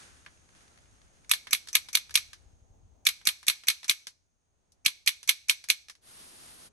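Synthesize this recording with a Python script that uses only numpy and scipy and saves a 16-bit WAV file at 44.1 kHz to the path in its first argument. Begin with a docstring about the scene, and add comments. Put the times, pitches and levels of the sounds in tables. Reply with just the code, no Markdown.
"""A small, quiet animal enclosure, heard from a hand-held camera: faint rumble, room air and hiss.
A hand settles its grip with tiny ticks and one knock. From 1.3 s a training clicker, close by, gives five
clicks: the button meets the steel tongue, which snaps through, buzzes and springs back; near walls ring
briefly, and the loose button ticks between strokes. The hiss sinks as the palm rubs and bumps the camera.
Two more runs of five follow at 3.1 s and 4.9 s, and a surge of hiss closes the scene."""
import sys
import numpy as np
from scipy import signal
from scipy.fft import rfft, irfft, next_fast_len
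from scipy.io import wavfile
from scipy.ndimage import map_coordinates

SR = 44100
rng = np.random.default_rng(int(sys.argv[2]) if len(sys.argv) > 2 else 0)


def dump(signal):
    """Clip the signal to [-1, 1] and save it as 16-bit WAV at the path in sys.argv[1]."""
    limited = np.clip(np.atleast_2d(signal).T, -1, 1)
    pcm = np.round(limited * 32767).astype(np.int16)
    wavfile.write(sys.argv[1], SR, pcm)


N = 296660
TOP_HZ = 16600  # upper edge of the microphone's band

# likeness of left and right for direct and for diffuse sound: (frequency [Hz], correlation [-1..1])
DIRECT_LIKENESS = [(200, -0.93), (1200, 0.93), (2500, .3), (5000, -0.49), (6000, 0.66), (12000, 0.97)]
DIFFUSE_LIKENESS = [(100, 0.064), (400, 0.37), (900, -0.3), (5200, 0.11), (6000, 0.52), (12000, 1)]
# spectrum of the rumble and of bumps on the camera: (frequency [Hz], gain [dB])
RUMBLE_SPECTRUM = [(10, -23.5), (25, -4.5), (45, -0.5), (75, 3.5), (105, -1.5), (150, -13.5), (300, -31.5),
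                   (1000, -74.5)]
# spectrum of a light touch on button or case: (frequency [Hz], gain [dB])
TICK_SPECTRUM = [(60, -9), (550, -12.5), (900, -7), (1300, -4), (1750, 1.5), (2300, -2), (3800, 2),
                 (5200, 3), (8000, -8), (10600, 2), (12200, -18.5), (13600, -45.5)]


def amp(db):
    """Decibels to amplitude."""
    return 10 ** (np.asarray(db) / 20)


def along(points, hz):
    """Read (frequency [Hz], value) points on a log frequency axis."""
    frequencies, values = np.transpose(points)
    return np.interp(np.log(hz + 1), np.log(frequencies + 1), values)


def level(points):
    """The gain of a (time [s], level [dB]) curve at every sample."""
    return amp(np.interp(np.arange(N) / SR, *np.transpose(points)))


def fade(t, t60):
    """An exponential decay, 60 dB down after t60 seconds."""
    return np.exp(-np.log(1000) * t / t60)


def add(track, at_s, sound):
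    """Mix a stereo sound into the track."""
    start = round(at_s * SR)
    track[:, start:start + sound.shape[1]] += sound[:, :N - start]


def filtered(x, response):
    """Pass x through a complex response of frequency."""
    size = x.shape[-1]
    padded = next_fast_len(size + SR // 8)
    hz = np.fft.rfftfreq(padded, 1 / SR)
    return irfft(rfft(x, padded) * response(hz), padded)[..., :size]


def coloured(x, spectrum):
    """Shape x by a (frequency [Hz], gain [dB]) curve."""
    return filtered(x, lambda hz: amp(along(spectrum, hz)))


def causal(db):
    """The minimum-phase response with these gains: it rings only after the blow."""
    cepstrum = irfft(np.log(amp(db)))
    half = len(cepstrum) // 2
    fold = np.r_[1, np.full(half - 1, 2), 1, np.zeros(half - 1)]
    return np.exp(rfft(cepstrum * fold))


def stereo_noise(size, likeness):
    """White noise whose channels are as alike as given."""
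    def mid_side_gains(hz):
        angle = np.arccos(np.clip(along(likeness, hz), -1, 1)) / 2
        return np.array([np.cos(angle), np.sin(angle)])
    mid, side = filtered(rng.standard_normal((2, size)), mid_side_gains)
    return np.array([mid + side, mid - side])


def bed(spectrum, waver_db, rate_hz):
    """Diffuse noise around the microphone; its level wavers a little."""
    noise = coloured(stereo_noise(N, DIFFUSE_LIKENESS), spectrum)
    t = np.arange(N) / SR
    waver = map_coordinates(rng.standard_normal(int(t[-1] * rate_hz) + 4), [t * rate_hz])
    return noise / noise.std() * amp(waver_db * waver)


def room_tone():
    """The enclosure itself: low rumble leaning left, room air and a thin, faint whistle."""
    # slow rise and fall of each layer: (time [s], relative level [dB])
    rumble_levels = [(0.0, -69), (0.37, -72.5), (0.96, -69.5), (1.44, -76), (2.79, -65), (3.45, -80.5),
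                     (4.35, -84), (6.73, -76.5)]
    air_levels = [(0.0, -70.5), (0.28, -73), (1.35, -72), (1.46, -75.5), (2.9, -77.5), (4.33, -88),
                  (4.61, -83), (5.92, -84.5), (6.27, -73), (6.73, -76.5)]
    whistle_levels = [(0, -70.5), (2.5, -78), (4.4, -86.5), (6.73, -81.5)]
    # spectra of air and whistle: (frequency [Hz], gain [dB])
    air_spectrum = [(60, 0.5), (180, 0), (300, -5), (780, -6), (1050, -11), (1800, -18.5), (4500, -22.5),
                    (9000, -26.5), (12000, -49.5)]
    whistle_spectrum = [(2000, -34), (4500, -24.5), (5700, -11.5), (6500, 3.5), (7400, -16.5),
                        (9000, -17.5), (10200, -9), (12000, -41.5)]
    rumble = level(rumble_levels) * bed(RUMBLE_SPECTRUM, waver_db=1.8, rate_hz=18) * amp([[2], [-2]])
    air = level(air_levels) * bed(air_spectrum, waver_db=.8, rate_hz=9)
    whistle = level(whistle_levels) * bed(whistle_spectrum, waver_db=.5, rate_hz=3)
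    return amp(4.5) * rumble + amp(5.5) * air + whistle


def hiss():
    """Hiss swells as the camera moves, sinks after the first run and surges as the camera draws back."""
    # brief swells of hiss: (time [s], level [dB])
    swells = [(0, -52), (.58, -64.5)]
    # spectra of the hiss and of its last surge: (frequency [Hz], gain [dB])
    hiss_spectrum = [(40, -11.5), (250, 6), (450, -2.5), (1000, 1), (1400, 6.5), (2400, 1.5), (4500, -1),
                     (6500, 0.5), (7800, -5.5), (10100, 4), (11300, -16), (12500, -26.5), (14000, -48.5)]
    surge_spectrum = [(40, -4), (250, 5.5), (450, -0.5), (1300, 1.5), (2400, -0.5), (4500, 1.5),
                      (6500, -1.5), (7800, -5), (10200, 10), (11500, -3.5), (12700, -17), (14000, -34)]
    t = np.arange(N) / SR
    gain = level([(2.34, -69), (2.8, -87)])
    for peak_s, db in swells:
        rise = np.clip(1 + (t - peak_s) / 0.094, 0, 1)
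        gain += amp(db) * rise * fade(np.maximum(t - peak_s, 0), t60=0.73)
    opening = gain * bed(hiss_spectrum, waver_db=.9, rate_hz=30)
    from_s, to_s, attack_s, release_s = 6.01, 6.695, 0.087, 0.029
    surge = np.clip(np.minimum((t - from_s) / attack_s, (to_s - t) / release_s), 0, 1)
    return opening + amp(-52) * surge * bed(surge_spectrum, waver_db=.8, rate_hz=14)


def body_tone(hz, spectrum, bright_db, hollow_db, ring, corner_hz=6000):
    """Gain in dB of tongue and case; the grip shifts and weights their resonances anew each time."""
    # resonances above the broad spectrum: (frequency [Hz], width [Hz], relative height [dB])
    modes = [(1010, 48, 7), (1095, 50, -1.5), (1220, 160, 5.5), (1730, 210, 4.5), (2213, 190, 7.5),
             (2447, 100, 5.5), (3520, 670, 3), (4250, 230, 4), (6042, 620, 8), (7800, 180, 5.5)]
    weights, shifts = 1 + rng.standard_normal((2, len(modes))) * [[.18], [.003]]
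    peaks = sum(db * weight / (1 + (2 * (hz - centre * shift) / width) ** 2)
                for (centre, width, db), weight, shift in zip(modes, weights, shifts))
    treble = 1 / (1 + (corner_hz / (hz + 1)) ** 4)
    hollow = 1 / (1 + (hz / 1800) ** 6)
    return along(spectrum, hz) + ring * peaks + bright_db * treble + hollow_db * hollow


def grip_ticks(level_db, spread_db, until_s, count):
    """Tiny dull random ticks of the hand settling its grip before the first run."""
    out = np.zeros((2, N))
    t = np.arange(SR // 40) / SR
    for when, strength in rng.random((count, 2)):
        burst = rng.standard_normal((2, len(t))) * fade(t, t60=0.027)
        add(out, when * until_s, amp(level_db + spread_db * strength ** 2) * burst)
    return filtered(out, lambda hz: amp(
        body_tone(hz, TICK_SPECTRUM, bright_db=-12, hollow_db=-1, ring=0.78, corner_hz=3010)))


def crack(size, spread_s):
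    """The first kick of the steel; its bending waves disperse, the high ones arriving first."""
    kick = np.zeros((2, size))
    kick[:, 0] = 1
    return filtered(kick, lambda hz: np.exp(-2j * np.pi * spread_s * np.sqrt(hz * TOP_HZ)))


def walls(size):
    """A fresh diffuse tail off the close walls; each frequency dies at its own speed."""
    # reverberation of the enclosure: (frequency [Hz], time to fall 60 dB [s])
    decay_times = [(100, .2), (800, .36), (2300, .39), (5500, .41), (11500, .38), (14000, .15)]
    # colour of the tail: (frequency [Hz], gain [dB])
    wall_spectrum = [(200, -5), (600, 2), (780, 8.5), (1050, -1.5), (2000, -3), (2240, 0), (2500, -1.5),
                     (3100, -6), (4100, -1), (5600, 2), (8500, -3), (11500, -9.5), (12500, -6.5),
                     (13300, -17)]
    hz, t, bands = signal.stft(stereo_noise(size, DIFFUSE_LIKENESS), SR, nperseg=256)
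    _, tail = signal.istft(bands * fade(t, along(decay_times, hz)[:, None]), SR, nperseg=256)
    return coloured(tail[:, :size], wall_spectrum)


def contact(tone_db, crack_db, rattle_t60, near_db, room_db):
    """One blow at the microphone: a crack, a fast rattle in case and hand, near reflections, the room."""
    size, attack = SR // 2, SR // 200
    t = np.arange(size) / SR
    rattle = stereo_noise(size, DIRECT_LIKENESS) * (fade(t, rattle_t60) + 0.41 * fade(t, t60=0.01))
    near = amp(near_db) * stereo_noise(size, DIFFUSE_LIKENESS) * fade(t, t60=0.1)
    reflections = (near + amp(room_db) * walls(size)) * (1 - fade(t, t60=0.0068))
    # only the crack keeps its highest treble in full
    blow = coloured(rattle + reflections, [(12700, -2), (13800, -10)])
    blow += amp(crack_db) * crack(size, spread_s=0.0004058)
    sound = filtered(blow, lambda hz: causal(tone_db(hz)))
    return sound / np.sqrt(np.mean(sound[:, :attack] ** 2))


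def tick(bright_db):
    """One light contact of button or case."""
    tone = lambda hz: body_tone(hz, TICK_SPECTRUM, bright_db, hollow_db=0.5, ring=0.7, corner_hz=3500)
    return contact(tone, crack_db=9.5, rattle_t60=0.027, near_db=-4, room_db=-26.5)


def case_knock(at_s):
    """The case gives one dull knock as the hand takes its grip."""
    out = np.zeros((2, N))
    add(out, at_s, amp(-43.5) * tick(bright_db=-20))
    return out


def clicker():
    """The button meets the tongue; a short swell of hiss leads in, then it snaps, buzzes and springs back; the
    case thumps."""
    # strokes; an open grip lets out more treble and more hollow body: (snap time [s], level [dB],
    # press lead [s], return lag [s], openness [dB], relative thump level [dB], return re snap [dB])
    strokes = [(1.314, -13.5, .0195, 0.022, 4, -12, -9.5), (1.531, -14.5, 0.022, 0.017, 3.5, -7.5, -11),
               (1.753, -12.5, 0.023, .014, 3.5, -15.5, -13), (1.9519, -14, 0.022, .0197, -2.5, -8.5, -11),
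               (2.155, -13, 0.013, .0189, -3.5, -11.5, -10), (3.068, -13, 0.016, 0.02, -1, -6.5, -10),
               (3.2722, -14.5, 0.019, 0.016, 4.5, -1, -7.5), (3.4823, -14.5, 0.015, .016, 1.5, -6.5, -6.5),
               (3.684, -14.5, 0.013, .017, 0, -5.5, -7.5), (3.8959, -14, 0.015, .0145, 0, -5.5, -10),
               (4.8613, -13.5, .0111, .0187, -5, -2.5, -14),
               (5.0753, -14.5, 0.013, 0.015, -2.5, -25, -10.5),
               (5.2921, -12.5, 0.016, 0.016, -1.5, -34, -15.5),
               (5.4962, -13.5, 0.011, 0.013, -3.5, -16, -11), (5.701, -13.5, 0.014, .013, -1.5, -12.5, -18)]
    # spectra of press, snap and the small case's bass-shy thump: (frequency [Hz], gain [dB])
    press_spectrum = [(100, -36), (900, -21.5), (1500, -16), (2300, -7.5), (4000, -8.5), (5200, -3),
                      (8700, -7.5), (10600, -2), (12200, -12), (13600, -32.5), (16000, -40.5)]
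    snap_spectrum = [(60, -33), (220, -32), (550, -30.5), (900, -24.5), (1500, -12), (1980, -8.5),
                     (2200, -3.5), (4000, 1.5), (5200, -6.5), (7200, -11), (8700, -8), (10600, 1),
                     (12200, -8.5), (13600, -28.5), (16000, -48)]
    case_spectrum = [(50, -10), (120, -3), (260, 3), (450, 0)]
    press_db, swell_in_db, buzz_db, case_db = -20, -7, -10, -15  # relative to the snap
    press_pan, snap_pan = amp([[1], [-1.4]]), amp([[-.75], [.75]])
    press_tone = lambda hz: body_tone(hz, press_spectrum, bright_db=6.5, hollow_db=1.5, ring=1.7)
    return_tone = lambda hz: body_tone(hz, snap_spectrum, bright_db=0.5, hollow_db=5.0, ring=1.08)
    push = filtered(thump(centre_hz=193, delay_s=0.0019), lambda hz: causal(along(case_spectrum, hz)))
    out = np.zeros((2, N))
    for at_s, db, lead_s, lag_s, open_db, thump_db, return_db in strokes:
        press = contact(press_tone, crack_db=7.0, rattle_t60=0.044, near_db=-7.5, room_db=-30.5)
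        add(out, at_s - lead_s, amp(db + press_db) * press_pan * press)
        rising = swell_in(rise_t60=0.03, lean_db=13)
        add(out, at_s - rising.shape[1] / SR, amp(db + swell_in_db) * rising)
        snap_tone = lambda hz: body_tone(hz, snap_spectrum, open_db, hollow_db=1.4 * open_db, ring=1.05)
        snap = contact(snap_tone, crack_db=12.5, rattle_t60=0.033, near_db=-8.5, room_db=-26.5)
        add(out, at_s, amp(db) * snap_pan * snap)
        add(out, at_s, amp(db + thump_db + case_db) * push)
        add(out, at_s, amp(db + buzz_db) * snap_pan * buzz(peak_s=0.0058, width_s=0.0023))
        spring_back = contact(return_tone, crack_db=10.5, rattle_t60=0.035, near_db=-6, room_db=-20)
        add(out, at_s + lag_s, amp(db + return_db) * spring_back)
    return out


def swell_in(rise_t60, lean_db):
    """A short swell of hiss that leads into the snap, mostly on the right."""
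    # spectrum of the swell: (frequency [Hz], gain [dB])
    swell_spectrum = [(100, -34.5), (800, -27.5), (1500, -15.5), (2050, -14), (2350, 5.5), (2900, -17),
                      (4300, -16.5), (5500, -8.5), (6300, -4), (8000, -22), (11000, -28), (13500, -42.5)]
    size = SR // 70
    noise = coloured(stereo_noise(size, DIRECT_LIKENESS), swell_spectrum)
    until_snap_s = np.arange(size)[::-1] / SR
    return noise / noise.std() * fade(until_snap_s, rise_t60) * amp([[-lean_db], [0]])


def thump(centre_hz, delay_s):
    """One low push between hand and case, without any ring."""
    phase = 2 * np.pi * centre_hz * np.maximum(np.arange(SR // 25) / SR - delay_s, 0)
    return np.tile(phase * (2 - phase) * np.exp(-phase), (2, 1))


def buzz(peak_s, width_s):
    """A brief bright buzz of the tongue against its stop, just after the snap."""
    # spectrum of the buzz: (frequency [Hz], gain [dB])
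    buzz_spectrum = [(1000, -45), (4500, -19.5), (6000, -6.5), (8000, -9.5), (10600, 1.5), (12200, -4),
                     (13600, -33), (16000, -48)]
    t = np.arange(SR // 50) / SR
    noise = coloured(stereo_noise(len(t), DIRECT_LIKENESS), buzz_spectrum)
    return noise / noise.std() * np.exp(-.5 * ((t - peak_s) / width_s) ** 2)


def loose_button():
    """The button reseats as the thumb eases off, sometimes with a weaker, duller catch first."""
    # ticks of the button: (time [s], level [dB], brightness [dB])
    reseats = [(1.47, -40.5, -11.5), (1.686, -38.5, 6), (1.8865, -41, 0.5), (2.1081, -43, -1),
               (2.332, -42.5, -1.5), (3.2137, -54, -10.5), (3.4295, -48, -3.5), (3.6365, -47, -6.5),
               (3.844, -38.5, -0.5), (4.0695, -36, 4), (4.7203, -61, 20), (5.23, -43, 5.5), (5.64, -43, 2),
               (5.8976, -41, 2.5), (5.952, -57, 0)]
    # ticks at which it catches before it seats: (time [s])
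    catches = [1.686, 2.1079, 3.844, 5.8979]
    out = np.zeros((2, N))
    for at_s, db, bright_db in reseats:
        add(out, at_s, amp(db) * tick(bright_db))
        if np.isclose(at_s, catches, atol=.01).any():
            add(out, at_s - .013, amp(db - 5.5) * tick(bright_db - 4.5))
    return out


def palm_rub(from_s, to_s, fade_s):
    """The palm slides along the camera: a soft low rustle right at the microphone."""
    # spectrum of the rustle: (frequency [Hz], gain [dB])
    rub_spectrum = [(80, -8), (250, 4), (500, -1.5), (800, 3), (1200, -17), (4000, -35.5)]
    t = np.arange(N) / SR
    envelope = np.clip(np.minimum(t - from_s, to_s - t) / fade_s, 0, 1)
    return amp(-74.5) * envelope * bed(rub_spectrum, waver_db=2.5, rate_hz=22)


def hand_bumps(from_s, gap_s, count):
    """The hand shifts on the camera in uneven nudges, nearer the left microphone port."""
    out = np.zeros((2, N))
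    nudge = amp([[0], [-4]]) * thump(centre_hz=69.7, delay_s=0)
    for k, (late, strength) in enumerate(rng.standard_normal((count, 2))):
        add(out, from_s + gap_s * (k + .12 * late), amp(-39.5 + 2 * strength) * nudge)
    return coloured(out, RUMBLE_SPECTRUM)


def scene():
    """The clicker and the hands that hold it and the camera, over the quiet of the enclosure."""
    hands = grip_ticks(level_db=-60.5, spread_db=15.5, until_s=1.25, count=40)
    hands += hand_bumps(from_s=2.38, gap_s=0.078, count=8)
    hands += palm_rub(from_s=2.33, to_s=3.15, fade_s=.12)
    return clicker() + case_knock(at_s=.2628) + loose_button() + hands + room_tone() + hiss()


def microphone(hz, lag_hz):
    """The bass arrives late, so each thump sweeps down; left and right turn out of phase in the top treble."""
    # phase of the right channel against the left: (frequency [Hz], phase [rad])
    channel_phase = [(8850, 0), (9700, np.pi), (10450, np.pi), (11400, 2 * np.pi)]
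    bass_lag = ((lag_hz - 1j * hz) / (lag_hz + 1j * hz)) ** 4
    return bass_lag * np.exp(1j * along(channel_phase, hz) * np.array([[0], [1]]))


def record(dry):
    """The stereo microphone shifts the phase, softly rounds the peaks and limits the band."""
    picked_up = filtered(dry, lambda hz: microphone(hz, lag_hz=114))
    rounded = picked_up / (1 + (picked_up / .95) ** 6) ** (1 / 6)
    return filtered(rounded, lambda hz: 1 / (1 + (hz / TOP_HZ) ** 120))


dry = scene()
out = record(dry)
dump(out)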